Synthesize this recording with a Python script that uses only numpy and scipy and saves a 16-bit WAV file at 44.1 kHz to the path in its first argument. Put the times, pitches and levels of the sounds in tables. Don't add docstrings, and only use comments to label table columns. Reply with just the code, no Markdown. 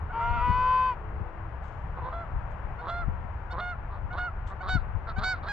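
import sys
import numpy as np
from scipy import signal
from scipy.fft import rfft, irfft, next_fast_len
from scipy.io import wavfile
from scipy.ndimage import uniform_filter1d, map_coordinates

SR = 44100
rng = np.random.default_rng(int(sys.argv[2]) if len(sys.argv) > 2 else 0)


def transcribe(u):
    v = np.clip(np.atleast_2d(u).T, -1, 1)
    q = np.round(v * 32767).astype(np.int16)
    wavfile.write(sys.argv[1], SR, q)


N = 243431
T = np.arange(N) / SR


def amp(db):
    return 10 ** (np.asarray(db) / 20)


def unit(x):
    return x / np.sqrt(np.mean(x ** 2) + 1e-20)


def along(points, hz):
    f, value = np.transpose(points)
    return np.interp(np.log(hz + 1), np.log(f + 1), value)


def curves(rows, t):
    s, *columns = np.transpose(rows)
    return [np.interp(t, s, column) for column in columns]


def span(start, end, fade=0.005):
    t = T[(T > start - fade) & (T < end + fade)]
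    to_edge = np.minimum(t - start + fade, end + fade - t)
    return t, np.sin(np.pi / 2 * np.clip(to_edge / (2 * fade), 0, 1)) ** 2


def add(track, t, x):
    first = round(t[0] * SR)
    track[..., first:first + len(t)] += x


def wobble(rate, t):
    knots = rng.standard_normal(4096)
    return map_coordinates(knots, [(t - t[0]) * rate + 2], mode="mirror")


def filtered(x, response):
    size = x.shape[-1]
    m = next_fast_len(size + 8192)
    return irfft(rfft(x, m) * response(np.fft.rfftfreq(m, 1 / SR)), m)[..., :size]


def place(x, balance, lag_samples):
    side = np.array([[1], [-1]]) / 2

    def response(hz):
        delay = np.exp(-2j * np.pi * hz * side * lag_samples / SR)
        return amp(side * along(balance, hz)) * delay
    return filtered(x, response)


# f/Hz, correlation (1 = identical)
PORT_LIKENESS = [(60, 0.9), (110, 1), (210, 0.82), (380, 0.99), (700, 0.63), (1300, 0.73), (2400, 0.27),
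                 (4450, 0.055), (8230, 0.37)]


def stereo_noise(spectrum, patchy_db):
    z = signal.stft(rng.standard_normal((2, N)), nperseg=512)[2]
    patches = uniform_filter1d(rng.standard_normal(z.shape[1:]), size=4, axis=0)
    patches = uniform_filter1d(patches, size=14, axis=1)
    pair = signal.istft(z * amp(patchy_db * unit(patches)), nperseg=512)[1][:, :N]

    def response(hz):
        turn = np.arccos(np.clip(along(PORT_LIKENESS, hz), -1, 1)) / 2
        return amp(along(spectrum, hz)) * np.array([np.cos(turn), np.sin(turn)])
    mid, side = filtered(pair, response)
    return np.array([mid + side, mid - side]) / np.std(mid)


# f/Hz, relative level/dB
RUMBLE_SPECTRUM = [(12, -37), (20, 1), (38, 0), (72, 1.5), (162, -13.5), (198, -18.5), (236, -34.5),
                   (311, -31), (400, -44), (520, -59.5), (880, -120)]
# f/Hz, level/dB
WIND_BALANCE = [(30, 1.5), (95, 1.6), (310, 0.69)]
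# f/Hz, level/dB
GUST_BALANCE = [(30, 22), (150, 11), (400, 21.5)]


def wind(rumble_db=-37.5, swing_db=1.58, gust_db=-12, gust_s=0.061, gust_top_hz=130):
    rumble = amp(rumble_db + swing_db * wobble(9.2, T)) * stereo_noise(RUMBLE_SPECTRUM, patchy_db=0.25)
    strength = sum(amp(db + gust_db) * np.exp(-.5 * ((T - s) / gust_s) ** 2) for s, db, *_ in THUMP_EVENTS)
    eddies = filtered(rng.standard_normal((2, N)),
                      lambda hz: amp(along(RUMBLE_SPECTRUM, hz)) / (1 + (hz / gust_top_hz) ** 4))
    gusts = strength * unit(eddies)
    return place(rumble, WIND_BALANCE, lag_samples=0) + place(gusts + thumps(), GUST_BALANCE, lag_samples=0)


# f/Hz, relative level/dB
LAND_SPECTRUM = [(130, -23.5), (220, -2.5), (286, -7), (318, -4), (344, -7), (377, -3.5), (407, -4.5),
                 (697, 0), (963, 1.5), (1290, -4), (1460, -3.5), (2050, -13), (2960, -25), (3610, -34.5),
                 (8680, -52.5), (11300, -95.5), (19100, -120)]
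# f/Hz, level/dB
LAND_BALANCE = [(60, 2.0), (100, -1), (180, -0.5), (310, 2), (530, 5.5), (920, 11), (1600, 9.5), (2760, 14),
                (4760, 3), (8230, 2.5)]


def land(rush_db=-47.5, swell_db=0.9, swell_rate=1.2):
    level = amp(rush_db + swell_db * wobble(swell_rate, T))
    return place(level * stereo_noise(LAND_SPECTRUM, patchy_db=0.5), LAND_BALANCE, lag_samples=0.3)


# t/s, length/s, f/Hz, mean peak level/dB
DISTANT_TONES = [(0.0, 0.78, 430, -55), (0.0, 0.62, 318, -57), (0.867, 0.44, 369.2, -56.5),
                 (0.98, 0.3, 430.3, -53), (1.033, 0.49, 328.4, -55.5), (1.083, 0.23, 492, -53)]


def far_tones(waver_db=2):
    out = np.zeros(N)
    for s, length, hz, level_db in DISTANT_TONES:
        t, gate = span(s, s + length, fade=0.048)
        add(out, t, gate * amp(level_db + waver_db * wobble(2.5, t)) * np.sin(2 * np.pi * hz * t))
    return out


# f/Hz, level/dB
THROAT_GAIN = [(900, -64), (1200, 6.5), (1650, -5), (2200, -17.5), (2900, -32), (3500, -47.5), (4000, -100)]
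# f/Hz, level/dB
BEAK_GAIN = [(1700, -51), (2200, -15.5), (2950, -12.5), (3550, -7), (4480, -12.5), (4780, -17), (5250, -18),
             (5550, -23.5), (6600, -21.5), (7500, -22.5), (8300, -46), (9300, -40), (11500, -58),
             (12500, -74)]


def voice(t, pitch, level_db, low_db, treble_db, jitter, flutter_db, colour=lambda k: 0, rattle=0):
    faint_db, faint_dulling = -53, 0.15
    stray_rad_per_db = 0.1
    phase = 2 * np.pi * np.cumsum(pitch * (1 + jitter * wobble(530, t))) / SR
    tone = amp(low_db) * np.sin(phase)
    stress = rattle * (np.cos(phase / 3 + wobble(90, t)) + wobble(400, t) / 3)
    for k in range(2, 16):
        throat = amp(level_db + along(THROAT_GAIN, k * pitch))
        shimmer_db = flutter_db * (0.6 * wobble(35, t) + 0.7 * wobble(140, t))
        dull_db = faint_dulling * np.maximum(faint_db - treble_db, 0) * (k > 6)
        beak = amp(treble_db + along(BEAK_GAIN, k * pitch) + shimmer_db - dull_db)
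        stray = stray_rad_per_db * flutter_db * (k > 4) * wobble(76, t)
        strength = amp(colour(k)) * (throat * (1 + stress / 2) + beak * (1 + stress))
        tone += strength * np.sin(k * phase + stray + rng.uniform(-np.pi, np.pi) / 2)
    return np.sqrt(2) * tone


# t/s, length/s, mid-note f/Hz, throat level/dB, mid-note treble level/dB
YIP_NOTES = [(0.095, 0.026, 733, -42.5, -84), (2.781, 0.034, 715, -45, -61.5), (3.5, 0.034, 725, -43, -55),
             (4.103, 0.048, 730, -41.5, -63.5), (4.603, 0.022, 741, -38, -57.5),
             (5.16, 0.038, 764, -37, -53)]


def yips(rise=0.065, rough=0.0089, dull_db=6):
    out = np.zeros(N)
    for s, length, hz, level_db, treble_db in YIP_NOTES:
        t, gate = span(s + 0.0038, s + length, fade=0.0064)
        u = (t - s) / length
        pitch = hz * (1 + rise * (u - .5))
        note = voice(t, pitch, level_db, level_db - 4.5, treble_db + 8 * (u - .5), rough * u,
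                     flutter_db=6.0, colour=lambda k: -dull_db * (k > 6))
        add(out, t, gate * note)
    return out


# t/s, f/Hz of its strong second harmonic, level before trim/dB
MOAN_PATH = [(0.122, 897.5, -44.5), (0.145, 908, -32), (0.166, 922, -32.5), (0.22, 935.4, -33.5),
             (0.301, 952, -33.5), (0.382, 949, -35.5), (0.445, 984.6, -29), (0.51, 986, -29.5),
             (0.57, 1004, -28), (0.73, 1020, -26), (0.862, 1023, -28.5), (0.896, 1015, -29),
             (0.917, 994, -33.5), (0.934, 950, -38.5), (0.95, 973, -56.5)]
# t/s, halfway lines level/dB, quarter lines level/dB
REED_LINES = [(0.14, -21, -18), (0.26, -17, -19.5), (0.4, -11.5, -21.5), (0.53, -14, -21.5),
              (0.6, -26, -17), (0.92, -35.5, -19)]
# f/Hz, level/dB
BARREL_GAIN = [(400, -24.5), (520, -27.5), (800, -41.5), (930, -2.5), (1100, -1.5), (1250, -6.5),
               (1420, -18), (1530, -19), (1870, -38), (1960, -24), (2050, -38.5), (2200, -30),
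               (2440, -31.5), (2550, -27.5), (2700, -38.5), (2900, -34), (3060, -35), (3400, -46.5),
               (3570, -44.5), (4000, -55), (4400, -49), (4600, -42.5), (4850, -58), (5100, -55.5),
               (5700, -62), (7700, -71.5), (8600, -98.5)]


def moan(level_trim_db=5.0, overtone_db=-21, overtone_follow=0.2, bloom_db=9, bloom_s=0.092,
         release_db=14, release_s=0.031, flank_lift_db=9.0, flank_tilt_db=0.34, dull_db=5.5,
         haze_db=-45, haze_hz=3000):
    out = np.zeros(N)
    t, gate = span(MOAN_PATH[0][0], MOAN_PATH[-1][0])
    second_hz, level_db = curves(MOAN_PATH, t)
    half_db, quarter_db = curves(REED_LINES, t)
    pitch = second_hz / 2
    over_db = overtone_db + overtone_follow * (level_db - level_db.max())
    over_db -= bloom_db * np.exp((t[0] - t) / bloom_s)
    over_db -= release_db * np.exp((t - t[-1]) / release_s)
    loose = 1 / (1 + np.exp((t - 0.45) / 0.016))
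    jitter = 0.0012 * (1 + 1.5 * loose)
    phase = 2 * np.pi * np.cumsum(pitch * (1 + jitter * wobble(300, t))) / SR
    for quarter in range(3, 68):
        k = quarter / 4
        overtone, weak = k > 3.6, quarter % 4 > 0
        flank_db = [0, quarter_db, half_db, quarter_db][quarter % 4]
        flank_db = np.minimum(flank_db + overtone * (flank_lift_db + flank_tilt_db * (k - 4)), 0)
        drive_db = over_db if overtone else level_db + level_trim_db
        soft_db = dull_db * loose * np.clip(k - 7, 0, 2)
        wander_db = (0.25 * min(k, 9) + 1.3 * weak) * (wobble(12, t) + 0.5 * wobble(60, t))
        line_db = drive_db + along(BARREL_GAIN, k * pitch) + flank_db - soft_db + wander_db
        add(out, t, np.sqrt(2) * gate * amp(line_db) * np.sin(k * phase + rng.uniform(0, 2 * np.pi)))
    puffs = rng.standard_normal(len(t)) * (1 + np.cos(phase))
    haze = filtered(puffs, lambda hz: amp(along(BARREL_GAIN, hz)) * hz ** 6 / (hz ** 6 + haze_hz ** 6))
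    add(out, t, gate * amp(over_db + haze_db) * unit(haze))
    return out


def croak(t, level_db, throat_hz, treble_db, slack_db, unsteady=1, rasp_top_hz=5200, rest_hz=1170, tighten=0.42):
    scatter_db, scatter_s = 2.5, 0.00011
    throat_scatter, throat_ring_s = 0.06, 0.0012
    rasp_hz, rasp_width_hz, rasp_db = 4050, 550, 6
    cycles = np.cumsum(throat_hz / 2) / SR
    beat = np.arange(int(cycles[-1]))
    chance = rng.standard_normal((80, 4))[beat]
    weak = beat % 3 > 0
    beats = np.interp(beat, cycles, t) + unsteady * scatter_s * chance[:, 0]
    body_size = amp(scatter_db * chance[:, 1] + slack_db * weak)
    snap_size = amp(scatter_db * chance[:, 2] + slack_db * weak)
    age = np.maximum(t - beats[:, None], 0)
    ring = np.exp(-age / throat_ring_s)
    ring_hz = np.interp(beats, t, throat_hz) * (1 + unsteady * throat_scatter * chance[:, 3])
    body = body_size @ (ring * np.sin(2 * np.pi * ring_hz[:, None] * age))
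    body = filtered(body, lambda hz: 1 / (1 + (hz / 2200) ** 6))
    snaps = snap_size @ np.sinc((t - beats[:, None]) * SR / 2)
    stretch = (np.mean(throat_hz) / rest_hz) ** tighten

    def beak_response(hz):
        relaxed_hz = hz / stretch
        peak_db = rasp_db * np.exp(-.5 * ((relaxed_hz - rasp_hz) / rasp_width_hz) ** 2)
        return amp(along(BEAK_GAIN, relaxed_hz) + peak_db) / (1 + (hz / rasp_top_hz) ** 10)
    rasp = filtered(snaps, beak_response)
    return amp(level_db) * unit(body) + amp(treble_db) * unit(rasp)


# t/s, length/s, first throat f/Hz,
# final throat f/Hz, final level/dB, opening treble level/dB, closing treble level/dB
GRUFF_STRETCHES = [(0.169, 0.048, 1304, 1194, -40, -74, -70), (2.11, 0.035, 1134, 1300, -40.5, -70, -71),
                   (2.814, 0.091, 973, 1300, -34, -61, -45), (3.523, 0.085, 1006, 1324, -32, -55, -49),
                   (4.129, 0.063, 1010, 1280, -34.5, -55, -50), (4.629, 0.072, 1111, 1428, -32.5, -54, -43),
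                   (5.184, 0.063, 1218, 1388, -32.5, -46, -40), (5.431, 0.054, 1152, 1410, -36.5, -54, -50)]


def gruff(climb_s=0.042, swell_db=6, opening_db_per_s=454.5, closing_db_per_s=479.5, rattle_db=-12):
    out = np.zeros(N)
    for s, length, low_hz, final_hz, level_db, opening_db, closing_db in GRUFF_STRETCHES:
        t, gate = span(s, s + length)
        age = np.clip(t - s, 0, length)
        slack = np.minimum((length - age) / climb_s, 1)
        throat_hz = final_hz + (low_hz - final_hz) * slack
        treble_db = np.maximum(opening_db - opening_db_per_s * age,
                               closing_db - closing_db_per_s * (length - age))
        add(out, t, gate * croak(t, level_db - swell_db * slack, throat_hz, treble_db, rattle_db))
    return out


# t/s, mean f/Hz, mean throat level/dB
LONG_HONK_PATH = [(0.19, 690, -46), (0.216, 677, -37), (0.264, 698, -35), (0.3, 705.7, -38.5),
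                  (0.351, 709, -36), (0.405, 671, -38.5), (0.435, 655, -52)]
HOARSE = 0.12


def long_honk(low_db=-6, treble_db=-27, pulse_hz=26, pulse_db=2.5, waver=0.004):
    out = np.zeros(N)
    t, gate = span(LONG_HONK_PATH[0][0], LONG_HONK_PATH[-1][0])
    pitch, level_db = curves(LONG_HONK_PATH, t)
    pulse = np.cos(2 * np.pi * pulse_hz * (t - t[0]) + wobble(18, t) / 2)
    wavering = pitch * (1 + waver * wobble(45, t))
    call = voice(t, wavering, level_db + pulse_db * pulse, level_db + low_db, level_db + treble_db,
                 jitter=0.0053, flutter_db=7.0, rattle=HOARSE)
    add(out, t, gate * call)
    return out


# t/s, level/dB, width/s, eddy f/Hz
THUMP_EVENTS = [(0.317, -31, 0.017, 77), (0.371, -35.5, 0.017, 112.2), (0.495, -26.5, 0.012, 120),
                (0.589, -34, 0.0047, 118.5), (1.213, -33.5, 0.0095, 116.3), (2.054, -41.5, 0.019, 100.4),
                (2.358, -36.5, 0.021, 81), (2.65, -39.5, 0.011, 107.3), (3.084, -25, 0.0057, 117),
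                (3.247, -36.5, 0.0056, 109.4), (4.048, -33.5, 0.0091, 70.3), (4.757, -24, 0.011, 112.4),
                (4.958, -30, 0.013, 79), (5.187, -29.5, 0.0044, 126)]


def thumps(own_db=-6):
    out = np.zeros((2, N))
    for s, level_db, width, eddy_hz in THUMP_EVENTS:
        t = s + (np.arange(SR // 4) - SR // 8) / SR
        swell = np.exp(-.5 * ((t - s) / width) ** 2)
        swirl = rng.standard_normal(len(t)) + amp(own_db) * rng.standard_normal((2, len(t)))
        eddy = swell * filtered(swirl, lambda hz: (hz / eddy_hz) / (1 + (hz / eddy_hz) ** 4.7))
        eddy *= np.linalg.norm(swell) / np.linalg.norm(eddy, axis=1, keepdims=True)
        add(out, t, amp(level_db) * eddy)
    return out


# t/s, level/dB, time to fall 60 dB/s
RUSTLE_EVENTS = [(1.64, -68.5, 1), (2.515, -67, 0.094), (3.512, -67.5, 0.13), (4.476, -58.5, 0.17)]
# f/Hz, relative level/dB
STALK_SPECTRUM = [(1500, -22.5), (3000, 5.5), (4700, -8), (6000, -7.5), (7800, -8.5), (8800, -29),
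                  (12000, -29.5), (14000, -70.5)]


def stalks(grain_db=4.5):
    level = 0
    for s, db, decay in RUSTLE_EVENTS:
        attack = np.clip((T - s) / 0.013 + 1, 0, 1)
        level = level + amp(db - 60 * np.maximum(T - s, 0) / decay) * attack
    leaves = stereo_noise(STALK_SPECTRUM, patchy_db=2)
    return level * unit(amp(grain_db * wobble(1100, T)) * leaves)


# t/s, length/s, throat f/Hz, glide/share, peak level/dB, peak treble level/dB,
# weak beats level/dB, unsteadiness (1 = the full scatter of a croak)
CLUCK_CALLS = [(1.962, 0.05, 1036, 0.063, -39.5, -71.5, -10, 1.1),
               (2.014, 0.1, 1014, 0.09, -36.5, -64, -4.5, 0.7), (3.897, 0.1, 1182, 0, -46.5, -71, -9, 0.9),
               (4.499, 0.046, 1175, 0, -41.5, -72.5, -18, 1),
               (5.069, 0.058, 1345, -0.088, -37.5, -54.5, -9, 0.45)]


def clucks(edge_db=10, treble_edge_db=17, bend=0.019, early=0.93):
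    out = np.zeros(N)
    for s, length, hz, glide, level_db, treble_db, slack_db, unsteady in CLUCK_CALLS:
        t, gate = span(s, s + length)
        u = np.clip((t - s) / length, 0, 1)
        edge = (2 * u ** early - 1) ** 2
        throat_hz = hz * (1 + glide * (u - .5) - bend * edge)
        cluck = croak(t, level_db - edge_db * edge, throat_hz, treble_db - treble_edge_db * edge,
                      slack_db, unsteady)
        add(out, t, gate * cluck)
    return out


# t/s, length/s, base f/Hz, pitch drift/share, settling/s, base throat level/dB,
# base fundamental level/dB, third harmonic lift/dB, fourth harmonic lift/dB, base treble level/dB,
# treble dimming/dB, mid-honk beak ring f/Hz
HONK_CALLS = [(2.125, 0.13, 681.5, 0.012, 0.024, -44.5, -44, -1.5, -8.5, -64.5, 3, 3700),
              (2.881, 0.17, 693.7, 0.026, 0.012, -38.5, -41.5, 0, -3.5, -57.5, 10.5, 3900),
              (3.597, 0.15, 717.5, 0.0089, 0.011, -37, -42.5, 3, 6, -56.5, 4.5, 3800),
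              (4.179, 0.12, 725, 0.0044, 0.016, -33.5, -42.5, -3, 5.5, -57.5, 9.5, 4030),
              (4.687, 0.1, 745.3, -0.014, 0.0038, -30, -41, -2.5, -3, -38.5, 6, 4000),
              (5.236, 0.12, 748, 0.002, 0.0034, -29, -41.5, 2, -11, -35, 7, 4600),
              (5.484, 0.071, 816, -0.035, 0.006, -29, -43.5, -3, -4, -41.5, 1, 4650)]


def honks(steady=0.0018, fray=0.01, sag_db=1, low_sag_db=4, arch_db=3, waver=0.0022):
    scoop, scoop_s = 0.013, 0.015
    onset_db, onset_s = 4, 0.009
    crack, crack_rattle = 0.021, 1.1
    fall, fall_s = 0.12, 0.046
    release_db, release_s = 18, 0.009
    shut_db, shut_s = 36, 0.041
    slide_hz, ring_width_hz, ring_db = 800, 540, 9
    near_flutter_db, flutter_grows = 1.4, 0.14
    out = np.zeros(N)
    for (s, length, hz, drift, settle, level_db, low_db, third_db, fourth_db,
         treble_db, dimming_db, beak_hz) in HONK_CALLS:
        t, gate = span(s, s + length, fade=0.004)
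        age, left = np.maximum(t - s, 0), np.maximum(s + length - t, 0)
        past_middle = age / length - .5
        falling = np.maximum(1 - left / fall_s, 0) ** 2
        shutting = np.maximum(1 - left / shut_s, 0) ** 2
        cracking = np.exp(-age / settle)
        bend = drift * past_middle - scoop * np.exp(-age / scoop_s) - fall * falling
        pitch = hz * (1 + bend + waver * wobble(40, t))
        swell_in_db = onset_db * np.exp(-age / onset_s)
        loss_db = release_db * np.exp(-left / release_s) + sag_db * past_middle + swell_in_db
        treble_loss_db = swell_in_db / 2 + dimming_db * past_middle + shut_db * shutting
        jitter = steady + crack * cracking + fray * falling
        ring_hz = beak_hz + slide_hz * past_middle
        flutter_db = near_flutter_db + flutter_grows * max(-35.5 - treble_db, 0)

        def colour(k):
            lift_db = {3: third_db, 4: fourth_db}.get(k, 0)
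            arch = (k > 2) * arch_db * (2 * past_middle) ** 2
            ring = np.exp(-.5 * ((k * pitch - ring_hz) / ring_width_hz) ** 2) - .5
            return lift_db - arch + (k > 4) * ring_db * ring
        honk = voice(t, pitch, level_db - loss_db, low_db - loss_db - low_sag_db * past_middle,
                     treble_db - treble_loss_db, jitter, flutter_db, colour, HOARSE + crack_rattle * cracking)
        add(out, t, gate * honk)
    return out


def creaks(length_s=0.059, lead_s=0.021, body_db=-17, rasp_db=-22, fade_db=14, drop=0.09):
    out = np.zeros(N)
    for s, length, hz, _, _, level_db, *_, treble_db, _, _ in HONK_CALLS:
        start = s + length - lead_s
        if start < T[-1]:
            t, gate = span(start, start + length_s)
            fading_db = fade_db * (t - start) / length_s
            throat_hz = np.full(len(t), 2 * hz * (1 - drop))
            creak = croak(t, level_db + body_db - fading_db, throat_hz,
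                          treble_db + rasp_db - fading_db, slack_db=0.0)
            add(out, t, gate * creak)
    return out


# f/Hz, t60/s
LAND_DECAY = [(300, 9.9), (1200, 1.9), (3000, 0.64), (8000, 0.097)]


def echo(x):
    hz, t, z = signal.stft(rng.standard_normal((2, SR)), SR, nperseg=256)
    decay = amp(-60 * t / along(LAND_DECAY, hz)[:, None])
    tail = signal.istft(z * decay, SR, nperseg=256)[1]
    return signal.fftconvolve(x[None], tail / np.linalg.norm(tail[0]), axes=1)[:, :N]


# f/Hz, level/dB
GEESE_BALANCE = [(700, -2.5), (1500, -4), (2800, -0.5), (4500, -1)]
# f/Hz, level/dB
REED_BALANCE = [(1600, 3.26), (2700, 8.3), (4700, 1.3), (8000, 1)]


def scene():
    geese = yips() + gruff() + long_honk() + clucks() + honks() + creaks()
    reed = moan()
    calls = place(geese, GEESE_BALANCE, lag_samples=1.69) + place(reed, REED_BALANCE, lag_samples=0.91)
    sent_out = amp(-23.0) * geese + amp(-46.5) * reed
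    scattered = filtered(sent_out, lambda hz: 1 / (1 + (hz / 3500) ** 2))
    return wind() + land() + far_tones() + calls + stalks() + echo(scattered)


TOP_HZ = 12600


def record(dry):
    return filtered(dry, lambda hz: hz < TOP_HZ)


dry = scene()
out = record(dry)
transcribe(out)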